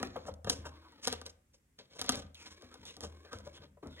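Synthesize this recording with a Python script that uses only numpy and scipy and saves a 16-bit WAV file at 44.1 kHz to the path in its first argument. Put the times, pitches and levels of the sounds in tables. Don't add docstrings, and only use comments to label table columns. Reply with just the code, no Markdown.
import sys
import numpy as np
from scipy import signal
from scipy.fft import rfft, irfft
from scipy.io import wavfile

SR = 44100
rng = np.random.default_rng(int(sys.argv[2]) if len(sys.argv) > 2 else 0)


def pcm_store(signal):
    levels = np.round(np.clip(np.atleast_2d(signal), -1, 1) * 32767)
    wavfile.write(sys.argv[1], SR, levels.astype(np.int16).T)


N = 176400

# f/Hz, level/dB
ROOM_TONE_SPECTRUM = [(25, -6.5), (50, 8.5), (80, 2.5), (130, -6), (260, -7), (600, -23.5), (1200, -23.5),
                      (2000, -22), (4200, -32), (8000, -25), (12000, -31.5), (16000, -36)]
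REVERB_SPECTRUM = [(80, -4.5), (500, -8.5), (2000, -9.5), (4000, -24.5), (8000, -16), (16000, -18.5)]
# f/Hz, t60/s
REVERB_T60 = [(100, .45), (500, .47), (1500, .44), (4000, .33), (10000, .23), (16000, .16)]
# f/Hz, level/dB
MIC_BALANCE = [(100, 1), (170, 0.5), (270, 2.5), (500, 7), (1000, -0.5), (2500, 1), (12000, -0.5)]
# f/Hz, level/dB, t60/s
BASE_MODES = [(52.3, 0, .25), (78.53, -0.5, 0.57), (104, 0.5, .17), (143, -2.5, .2), (184.4, -5.5, 0.091),
              (201.4, -2.5, 0.3), (267.6, -2.5, 0.25)]
SPOKE_MODES = [(263.7, -9, 0.16), (446.5, -6.5, 0.05), (495, -5, 0.065), (669, -6, 0.019),
               (744, -4.5, 0.064), (954, -4.5, 0.04), (1090, -10, 0.022), (1220, -4, 0.071),
               (1342, -11.5, 0.059), (1513, -4.5, 0.05), (1822, 2, 0.015), (2758, -10.5, 0.065),
               (3154, -10, 0.057), (3717, -10, 0.04)]
# f/Hz, width/Hz, level/dB
STRAND_MODES = [(323, 37, -1), (999, 55, -7), (1490, 110, -8.5), (2098, 56, -12), (3340, 200, -18.5),
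                (6600, 150, -29.5)]
# f/Hz, level/dB
WOOD_SPECTRUM = [(60, -9.5), (150, 2.5), (330, -6.5), (520, 6.5), (850, -4.5), (1250, -4.5), (1700, -15),
                 (2200, -15), (4000, -36)]
RASP_SPECTRUM = [(500, -11), (1400, -3), (1900, -2.5), (2300, -1), (2750, -4), (3300, 3), (4300, 4),
                 (5800, -3.5), (8000, -17), (14000, -48)]
HISS_SPECTRUM = [(1500, -9), (3500, 0), (5200, 10.5), (6600, 5), (7800, -1), (10000, -5.5), (13000, -20),
                 (16000, -18.5)]
CRACK_SPECTRUM = [(300, -12.5), (1200, -3.5), (2200, -18.5), (3300, 4.5), (4200, 6), (5900, 5),
                  (7800, -4.5), (10000, -1.5), (13000, -13.5), (16000, -18)]
# t/s, level/dB
BUMPS = [(0.013, -48), (0.076, -47.5), (0.161, -54), (0.246, -51.5), (0.304, -50), (0.444, -44.5),
         (0.497, -48), (0.582, -48.5), (0.664, -57.5), (1.063, -49), (1.126, -50.5), (1.997, -58),
         (2.038, -52.5), (2.093, -43), (2.162, -46.5), (2.24, -51.5), (2.498, -61), (2.631, -62),
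         (2.789, -57.5), (2.96, -60), (3.021, -46), (3.346, -48.5), (3.417, -56), (3.59, -58),
         (3.701, -62.5), (3.851, -47)]
# start/s, end/s, first f/Hz, last f/Hz, level/dB
SQUEAKS = [(0.639, 0.684, 1530, 1540, -55), (.642, 0.686, 940, 1014, -52.5),
           (0.686, 0.804, 1060, 1090, -66.5), (0.812, 0.891, 1060, 1000, -64),
           (2.343, 2.35, 3600, 3500, -56), (2.349, 2.485, 2800, 2100, -63.5),
           (0.028, 0.286, 6750, 6600, -75.5), (2.70, 2.746, 1200, 1360, -66.5),
           (2.843, 2.925, 3550, 3770, -55.5), (2.865, 2.924, 2970, 2760, -61),
           (3.238, 3.375, 1620, 1550, -64), (3.31, 3.354, 1200, 1400, -53.5),
           (3.532, 3.601, 3240, 3250, -61), (3.89, 4.03, 3850, 3040, -64), (3.964, 4.04, 1905, 2070, -58.5)]
# start/s, swell/s, fade to 1/e^2 in amplitude/s, wood/dB, rasp/dB, hiss/dB
SCRAPES = [(0.25, 0.035, 0.012, -42, -87, -46.5), (0.455, 0.022, 0.042, -38.5, -48.5, -56),
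           (0.484, 0.017, 0.068, -45, -46, -39), (0.643, 0.014, 0.036, -46, -54, -51),
           (1.011, 0.041, 0.017, -79, -46.5, -38), (1.053, 0.022, 0.1, -48.5, -38, -43.5),
           (1.242, 0.019, 0.035, -52.5, -50.5, -51), (1.286, 0.0086, 0.02, -59.5, -76, -52.5),
           (1.529, 0.018, 0.022, -68.5, -67.5, -58), (1.781, 0.006, 0.069, -58.5, -53.5, -64.5),
           (1.887, 0.038, 0.048, -63, -56.5, -63.5), (1.975, .02, 0.081, -51.5, -42.5, -46),
           (1.93, 0.04, 0.033, -55.5, -61, -55.5), (2.03, 0.081, 0.086, -44.5, -39, -73),
           (2.097, 0.079, 0.049, -46, -51.5, -46.5), (2.448, 0.013, 0.024, -61, -43, -49),
           (2.847, 0.017, 0.063, -63, -54, -50), (2.871, 0.024, 0.085, -61.5, -54, -57),
           (2.996, 0.046, 0.036, -43.5, -49, -45.5), (3.235, 0.018, 0.085, -58.5, -62.5, -77),
           (3.304, 0.021, 0.058, -47.5, -49, -51), (3.385, 0.017, 0.0084, -53.5, -80, -59.5),
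           (3.432, 0.031, 0.053, -60, -59.5, -59.5), (3.52, 0.034, 0.023, -57.5, -49.5, -52),
           (3.608, 0.016, 0.043, -54.5, -58, -72), (3.822, 0.0043, 0.11, -67, -67, -75),
           (3.941, 0.065, 0.055, -54.5, -52.5, -77)]
# start/s, end/s, wood/dB, rasp/dB, hiss/dB
SLIDES = [(-.03, 0.074, -47.5, -55, -63), (0.077, 0.325, -65, -65, -96), (0.56, 1.04, -63.5, -70, -90),
          (2.357, 2.551, -64, -61.5, -59.5), (2.556, 2.855, -63.5, -67.5, -73),
          (3.063, 3.323, -64.5, -75, -77), (3.33, 3.654, -64, -73, -91), (3.893, 4.032, -66.5, -73, -74)]
# t/s, level/dB, first f/Hz, last f/Hz, fade/s
FLEXES = [(.0, -44, 285, 260, 0.034), (0.156, -34, 898, 507, 0.013), (0.28, -39.5, 870, 521, 0.012),
          (.469, -40, 960, 460, 0.007), (2.622, -55.5, 596, 247, 0.034), (2.97, -59, 510, 286.4, 0.11),
          (3.466, -45, 576, 587, 0.0099), (3.769, -57.5, 609, 586, 0.0078), (3.826, -44.5, 493, 280, 0.018),
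          (3.854, -46, 490, 251, 0.024)]
# t/s, crack/dB, ring/dB, share of ring time (1 = free, less under a finger)
SNAPS = [(0.0292, -37.5, -23.5, 0.48), (0.164, -60, -40, 0.47), (0.253, -68, -47.5, 0.49),
         (.340, -58, -71, .5), (0.4457, -47, -44, 1), (.497, -26.5, -42, 0.64), (0.498, -31, -45, 1),
         (.5003, -26.5, -34, 0.78), (.654, -63, -43, 0.84), (.668, -58, -55, 0.46), (0.922, -66, -63, 1),
         (1.0735, -28, -28.5, 0.8), (1.0807, -33.5, -35, 1), (1.1272, -33.5, -34, 0.74),
         (1.136, -49, -37, 0.59), (1.215, -49, -40.5, .5), (1.264, -42.5, -59.5, 0.59),
         (1.789, -59.5, -54.5, 0.8), (1.994, -43.5, -50.5, 1), (2.0149, -31, -38, 1),
         (2.043, -48, -45.5, 1), (2.063, -48, -49, 0.62), (2.0927, -22, -24.5, 0.7),
         (2.0967, -34, -42, 0.52), (2.1215, -37, -44, 0.68), (2.156, -40, -49, 0.83),
         (2.346, -55, -75, 0.6), (2.464, -57, -56.5, 0.94), (2.622, -56.5, -58, 1), (2.715, -64.5, -57, .7),
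         (2.742, -51, -50, 0.47), (2.754, -71, -52, 0.77), (2.854, -50.5, -56, 0.55),
         (2.967, -51, -54.5, 1), (3.007, -44.5, -49, 1), (3.037, -48.5, -40.5, 0.6),
         (3.331, -48, -35.5, 0.56), (3.387, -53, -80, 1), (3.576, -65, -55, 1), (3.872, -59, -74, 0.9)]

MIC_SPACING_M, LEFT_LAG_S = .2, 0.00011
LOW_CUT_HZ, HIGH_CUT_HZ = 63, 16000


def undb(db):
    return 10 ** (np.asarray(db) / 20)


def unit(x):
    return x / np.sqrt(np.mean(x ** 2) + 1e-20)


def curve_at(points, hz):
    freqs, values = np.array(points, float).T
    return np.interp(np.log(np.maximum(hz, 1)), np.log(freqs), values)


def colour(x, spectrum, taps=1024):
    gain = unit(undb(curve_at(spectrum, np.fft.rfftfreq(2 * taps, 1 / SR))))
    cepstrum = irfft(np.log(gain))
    cepstrum[1:taps] *= 2
    cepstrum[taps + 1:] = 0
    impulse = irfft(np.exp(rfft(cepstrum)))[:taps]
    return signal.fftconvolve(x, impulse)[:len(x)]


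def add(out, at, x):
    i = max(int(at * SR), 0)
    out[i:i + len(x)] += x[:max(N - i, 0)]


def wander(per_s):
    return unit(np.interp(np.arange(N) / SR * per_s, np.arange(N), rng.standard_normal(N)))


def resonance(x, hz, width_hz):
    turn = np.exp(2j * np.pi * np.cumsum(hz) / SR)
    pole = np.exp(-np.pi * width_hz / SR)
    return np.real(turn * signal.lfilter([np.sqrt(1 - pole ** 2)], [1, -pole], x / turn))


def ring(modes, t, pitch_scatter=0.016, scatter_db=3.5):
    hz, db, t60 = np.array(modes, float).T[:, :, None]
    detune, strength, phase = rng.standard_normal((3, len(modes), 1))
    gain = undb(db + scatter_db * strength)
    waves = np.sin(2 * np.pi * (hz * (1 + pitch_scatter * detune) * t + phase))
    decay = np.exp(-np.log(1000) * t / t60)
    return 2 * np.sum(gain * waves * decay, axis=0) / np.sqrt(np.sum(gain ** 2))


def diffuse_field(count):
    alike = np.sinc(2 * np.fft.rfftfreq(count, 1 / SR) * MIC_SPACING_M / 343)
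    mid, side = rfft(rng.standard_normal((2, count)))
    return (mid * np.sqrt(1 + alike) + np.array([[1], [-1]]) * side * np.sqrt(1 - alike)) / np.sqrt(2)


def room_tone(level_db=-70.5):
    gain = undb(curve_at(ROOM_TONE_SPECTRUM, np.fft.rfftfreq(N, 1 / SR)))
    return undb(level_db) * unit(irfft(diffuse_field(N) * gain, N))


def reverb(x, rise_s=0.00046):
    t, hz = np.arange(SR // 2) / SR, np.fft.rfftfreq(SR // 2, 1 / SR)
    centres = 62.5 * 2 ** np.arange(9)
    onset = 1 - np.exp(-(t / rise_s) ** 2)
    noise, tail = diffuse_field(len(t)), 0
    for centre, weights in zip(centres, np.eye(len(centres))):
        decay = onset * np.exp(-np.log(1000) * t / curve_at(REVERB_T60, centre))
        band = irfft(noise * curve_at(list(zip(centres, weights)), hz), len(t))
        tail += band * decay / np.sqrt(np.sum(decay ** 2)) * undb(curve_at(REVERB_SPECTRUM, centre))
    return signal.fftconvolve(x[None], tail, axes=1)[:, :N]


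def base_bumps(rise_s=0.0042):
    t, out = np.arange(SR // 3) / SR, np.zeros(N)
    for at, db in BUMPS:
        add(out, at, undb(db) * ring(BASE_MODES, t) * (1 - np.exp(-t / rise_s)))
    return out


def strand_squeaks(width_share=0.054, edge_s=0.021):
    out = np.zeros(N)
    for start, end, first_hz, last_hz, db in SQUEAKS:
        t = np.arange(int(max(end - start, edge_s) * SR)) / SR
        rubbing = rng.standard_normal(SR)[:len(t)]
        tone = resonance(rubbing, np.linspace(first_hz, last_hz, len(t)), width_share * first_hz)
        envelope = np.minimum(np.minimum(t, t[::-1]) / edge_s, 1)
        add(out, start, undb(db) * unit(tone * envelope))
    return out


def strand_ring(drive, pitch_wander=0.1):
    stretch = np.exp(pitch_wander * wander(per_s=10))
    return sum(undb(db) * resonance(drive, hz * stretch, width) for hz, width, db in STRAND_MODES)


def stick_slip(catches_per_s=1800, spread_db=2.5, smooth_gain=.65, grip_db=3):
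    sizes = undb(spread_db * np.minimum(rng.exponential(size=N), 4))
    signs = np.sign(rng.standard_normal(N))
    catches = unit(sizes * signs * (rng.random(N) < catches_per_s / SR))
    rubbing = smooth_gain * rng.standard_normal(N)
    grip = undb(grip_db * wander(per_s=120))
    return unit((catches + rubbing) * grip)


def strand_friction(slide_edge_s=0.0058, slide_wood_gain=0.31, spoke_gain=0.39):
    t = np.arange(N) / SR
    scrape_power, slide_power = np.zeros((2, 3, N))
    for start, swell, fade, *db in SCRAPES:
        rise = np.clip((t - start) / swell, 0, 1) ** 2
        fall = np.exp(-2 * np.maximum(t - start - swell, 0) / fade)
        scrape_power += (undb(db)[:, None] * rise * fall) ** 2
    for start, end, *db in SLIDES:
        gate = np.clip(np.minimum(t - start, end - t) / slide_edge_s + .5, 0, 1)
        slide_power += undb(db)[:, None] ** 2 * gate
    slip = stick_slip()
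    spoke_impulse = ring(SPOKE_MODES, t[:SR // 6])
    spoke_impulse /= np.sqrt(np.sum(spoke_impulse ** 2))
    spokes = spoke_gain * signal.fftconvolve(slip * np.sqrt(scrape_power[0]), spoke_impulse)[:N]
    strand = strand_ring(slip * np.sqrt(slide_power[0]))
    wood = colour(slip * np.sqrt(scrape_power[0] + slide_wood_gain ** 2 * slide_power[0]), WOOD_SPECTRUM)
    rasp, hiss = slip * np.sqrt(scrape_power + slide_power)[1:]
    return wood + spokes + strand + colour(rasp, RASP_SPECTRUM) + colour(hiss, HISS_SPECTRUM)


def spoke_flexes(rise_s=0.0046, glide_s=0.0073, overtone_ratio=1.7, overtone_db=-9.5, roughness=0.63):
    t, out = np.arange(SR // 4) / SR, np.zeros(N)
    for at, db, first_hz, last_hz, fade in FLEXES:
        hz = last_hz + (first_hz - last_hz) * np.exp(-(t / glide_s) ** 2)
        phase = 2 * np.pi * np.cumsum(hz) / SR
        tone = np.sin(phase) + undb(overtone_db) * np.sin(overtone_ratio * phase)
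        noise = roughness * colour(rng.standard_normal(len(t)), WOOD_SPECTRUM)
        envelope = (1 - np.exp(-(t / rise_s) ** 2)) * np.exp(-t / fade)
        add(out, at, undb(db) * (tone + noise) * envelope / envelope.max())
    return out


def spoke_snaps(tick_db=22.5, chatter_db=-2, chatter_s=0.0049, rise_s=0.00094):
    t = np.arange(SR // 6) / SR
    cracks, wood = np.zeros((2, N))
    tick = undb(tick_db) * (t == 0)
    for at, crack_db, ring_db, ring_share in SNAPS:
        chatter = undb(chatter_db) * np.exp(-t / chatter_s) * rng.standard_normal(len(t))
        add(cracks, at, undb(crack_db) * (tick + chatter))
        damped_modes = np.array(SPOKE_MODES) * [1, 1, ring_share]
        add(wood, at, undb(ring_db) * ring(damped_modes, t) * (1 - np.exp(-t / rise_s)))
    return colour(cracks, CRACK_SPECTRUM) + wood


def scene():
    basket = spoke_snaps() + spoke_flexes() + base_bumps() + strand_friction() + strand_squeaks()
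    hz = np.fft.rfftfreq(2 * N, 1 / SR)
    lag = np.exp(-2j * np.pi * hz * np.array([[LEFT_LAG_S], [0]]))
    direct = rfft(basket, 2 * N) * lag
    reflected = rfft(reverb(basket), 2 * N)
    balance = undb(np.array([[.5], [-.5]]) * curve_at(MIC_BALANCE, hz))
    return irfft((direct + reflected) * balance)[:, :N] + room_tone()


def record(dry):
    low_cut = signal.butter(2, LOW_CUT_HZ, "high", fs=SR, output="sos")
    high_cut = signal.ellip(8, .2, 70, HIGH_CUT_HZ, fs=SR, output="sos")
    return signal.sosfilt(high_cut, signal.sosfilt(low_cut, dry))


dry = scene()
out = record(dry)
pcm_store(out)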